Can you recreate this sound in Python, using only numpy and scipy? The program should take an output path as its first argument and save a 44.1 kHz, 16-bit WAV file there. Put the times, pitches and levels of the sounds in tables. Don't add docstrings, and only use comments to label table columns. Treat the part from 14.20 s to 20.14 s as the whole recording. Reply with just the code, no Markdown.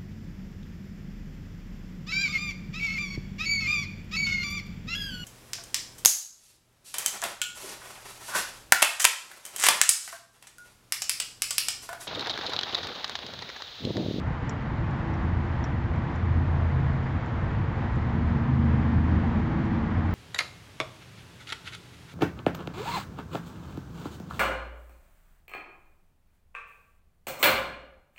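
import sys
import numpy as np
from scipy import signal
from scipy.fft import rfft, irfft
from scipy.io import wavfile

SR = 44100
rng = np.random.default_rng(int(sys.argv[2]) if len(sys.argv) > 2 else 0)


def pcm_store(signal):
    levels = np.round(np.clip(np.atleast_2d(signal), -1, 1) * 32767)
    wavfile.write(sys.argv[1], SR, levels.astype(np.int16).T)


N = 261954
TIME = np.arange(N) / SR


def road(flutter_db, throb_db):
    # f/Hz, relative level/dB
    tyre_spectrum = [(240, -32.5), (400, -5), (449, -1.5), (581, -4.5), (890, 0), (1380, -6), (1910, -7.5),
                     (2730, -19.5), (3110, -20.5), (4890, -32.5), (5630, -37), (6240, -39), (7190, -42),
                     (7580, -44.5), (8730, -66), (11300, -88), (19200, -120)]
    # f/Hz, relative level/dB
    rumble_spectrum = [(15, -22), (28, -10), (40, -9), (54, -3), (75, 1), (105, 0), (150, -2.5),
                       (190, -8.5), (250, -10), (300, -16), (340, -13.5), (385, -25), (500, -32)]
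    wash_db = -39 + 0.2371 * TIME
    rumble_db = -28 - 4 * np.maximum(.8 - TIME, 0)
    wash = from_db(wash_db + flutter_db * drift(4.4)) * coloured_noise(tyre_spectrum)
    rumble = from_db(rumble_db + throb_db * drift(5.5)) * coloured_noise(rumble_spectrum)
    return wash + rumble


def exhaust_notes():
    # loudest at t/s, half length/s, f/Hz, pitch glide/(Hz per s), level/dB
    notes = [(0.252, 0.48, 275.4, 1, -46), (.92, 0.2, 328.3, 0, -41), (1.144, 0.28, 84.1, -2.5, -26),
             (1.9, 1.22, 347, .5, -52), (2.252, .55, 83.57, -1, -24), (2.497, 0.56, 637, .5, -51),
             (2.545, 0.57, 134.2, -2.5, -29.5), (3.2, 0.52, 317.4, 0, -48), (3.503, 0.49, 97.16, -1, -35),
             (3.704, 0.66, 448.3, -5.5, -51.5), (3.9, 0.39, 121.8, 0, -33.5), (3.994, 0.22, 233, 1, -35.5),
             (4.0, 0.36, 78.5, 2.5, -32), (4.499, 0.47, 129.6, -2.5, -27.5), (4.578, 0.2, 444, -4, -43),
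             (4.699, 0.54, 80.7, 1.5, -24.5), (4.85, 0.32, 306.2, 0.5, -44), (5.201, 0.79, 442.6, 0.5, -51),
             (5.397, 0.21, 329, 0.5, -39), (5.8, 0.19, 86.3, 0, -29)]
    out = np.zeros(N)
    for loudest_s, half_s, hz, glide, level_db in notes:
        offset_s = TIME - loudest_s
        swell = np.cos(np.pi / 2 * np.clip(offset_s / half_s, -1, 1))
        out += from_db(level_db) * swell * far_tone(hz + glide * offset_s, scatter=.2, fade_hz=4)
    return out


def lorry(open_s, hidden_s, roar_db):
    # multiple of the engine's turn rate, relative level/dB
    engine_tones = [(4, -8.5), (6, -6), (7, -3.5), (8, -7), (9, -0.5), (10, -7), (12, -11.5), (13, -16)]
    # f/Hz, relative level/dB
    roar_spectrum = [(110, -12.5), (160, -4.5), (210, 5), (255, 1), (290, -11), (330, -12.5), (380, -17.5),
                     (600, -30.5)]
    turns_hz = 25.71 - .5 * (TIME - open_s)
    tree_loss_db = 21 * np.maximum(open_s - TIME, 0) + 9 * np.maximum(TIME - hidden_s, 0)
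    gain = from_db(-52) + from_db(-29 - tree_loss_db)
    hum = sum(from_db(db) * far_tone(k * turns_hz, scatter=.3, fade_hz=3) for k, db in engine_tones)
    roar = from_db(roar_db) * coloured_noise(roar_spectrum)
    return gain * (rms_one(hum) + roar)


def squirrels(nibbles_per_s, nibble_db, snap_db, husk_db, echo_db, top_hz):
    # t/s, click level/dB, extra level for the snap and the highest husk tones/dB
    cracks = [(.2940, -29.5, 2.5), (.7098, -55, 5.5), (.9392, -43, -12), (1.4406, -29, -18),
              (1.4495, -51, 4.5), (1.7609, -53, 0), (1.952, -53.5, 0), (1.9579, -48, 2), (3.0111, -57, 1),
              (3.0601, -52, 5), (3.7564, -53, 4), (5.453, -50, -4), (5.9082, -50, -1)]
    # f/Hz, relative level/dB, time to fade by 60 dB/s
    husk_tones = [(3450, -10, .005), (4200, -14, .004), (5480, -5, .012), (5680, -3, .007),
                  (6650, -4, .004), (7080, -3, .006), (7400, -4, .006)]
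    crack_s, click_db, bright_db = np.transpose(cracks)
    starts = (crack_s * SR).astype(int)
    bites = rng.random(N) < nibbles_per_s / SR
    nibbles = bites * from_db(nibble_db + 3 * rng.standard_normal(N))
    low_clicks, high_clicks = nibbles.copy(), nibbles.copy()
    low_clicks[starts] = from_db(click_db)
    high_clicks[starts] = from_db(click_db + bright_db)
    out = from_db(snap_db) * smear(high_clicks, fade_s=.01)
    for k, (hz, level_db, fade_s) in enumerate(husk_tones):
        clicks = high_clicks if hz > 6200 else low_clicks
        out += (-1) ** k * from_db(level_db + husk_db) * ring(clicks, hz, fade_s)
    echo = from_db(echo_db) * smear(out, fade_s=.05)
    return signal.sosfilt(signal.butter(8, top_hz, fs=SR, output="sos"), out + echo)


def far_tone(hz, scatter, fade_hz):
    phase = 2 * np.pi * np.cumsum(hz) / SR + rng.uniform(0, 2 * np.pi)
    wavering = drift(fade_hz) * np.sin(phase) + drift(fade_hz) * np.cos(phase)
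    return rms_one(np.sin(phase) + scatter * wavering)


def ring(clicks, hz, fade_s):
    decay = from_db(-60 / (fade_s * SR))
    angle = 2 * np.pi * hz / SR
    return signal.lfilter([0, np.sin(angle)], [1, -2 * decay * np.cos(angle), decay ** 2], clicks + 1e-18)


def smear(x, fade_s):
    age = TIME[:SR // 5]
    burst = rng.standard_normal(len(age)) * from_db(-60 * age / fade_s)
    return signal.fftconvolve(x, burst / np.sqrt(np.sum(burst ** 2)))[:N]


def coloured_noise(spectrum):
    hz, db = np.transpose(spectrum)
    f = np.maximum(np.arange(N // 2 + 1) * SR / N, 1)
    ends = np.minimum(f / hz[0], 1) ** 2 * np.minimum(hz[-1] / f, 1) ** 2
    gain = from_db(np.interp(np.log(f), np.log(hz), db)) * ends
    return rms_one(irfft(rfft(rng.standard_normal(N)) * gain, N))


def drift(rate_hz):
    step = 100
    decay = np.exp(-2 * np.pi * rate_hz * step / SR)
    noise = rng.standard_normal(N // step + 1002)
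    slow = signal.lfilter([1], [1, -2 * decay, decay ** 2], noise)[1000:]
    return np.interp(np.arange(N) / step, np.arange(len(slow)), rms_one(slow))


def from_db(db):
    return 10 ** (np.asarray(db) / 20)


def rms_one(x):
    return x / np.sqrt(np.mean(x ** 2) + 1e-20)


def scene():
    traffic = road(flutter_db=.53, throb_db=.94)
    traffic += lorry(open_s=4.45, hidden_s=5.5, roar_db=-5)
    traffic += exhaust_notes()
    feeding = squirrels(nibbles_per_s=5, nibble_db=-62.5, snap_db=2, husk_db=-.5,
                        echo_db=-5.5, top_hz=7700)
    return (traffic + feeding)[None]


def record(dry):
    return signal.sosfilt(signal.ellip(10, .1, 80, 8850, fs=SR, output="sos"), dry)


dry = scene()
out = record(dry)
pcm_store(out)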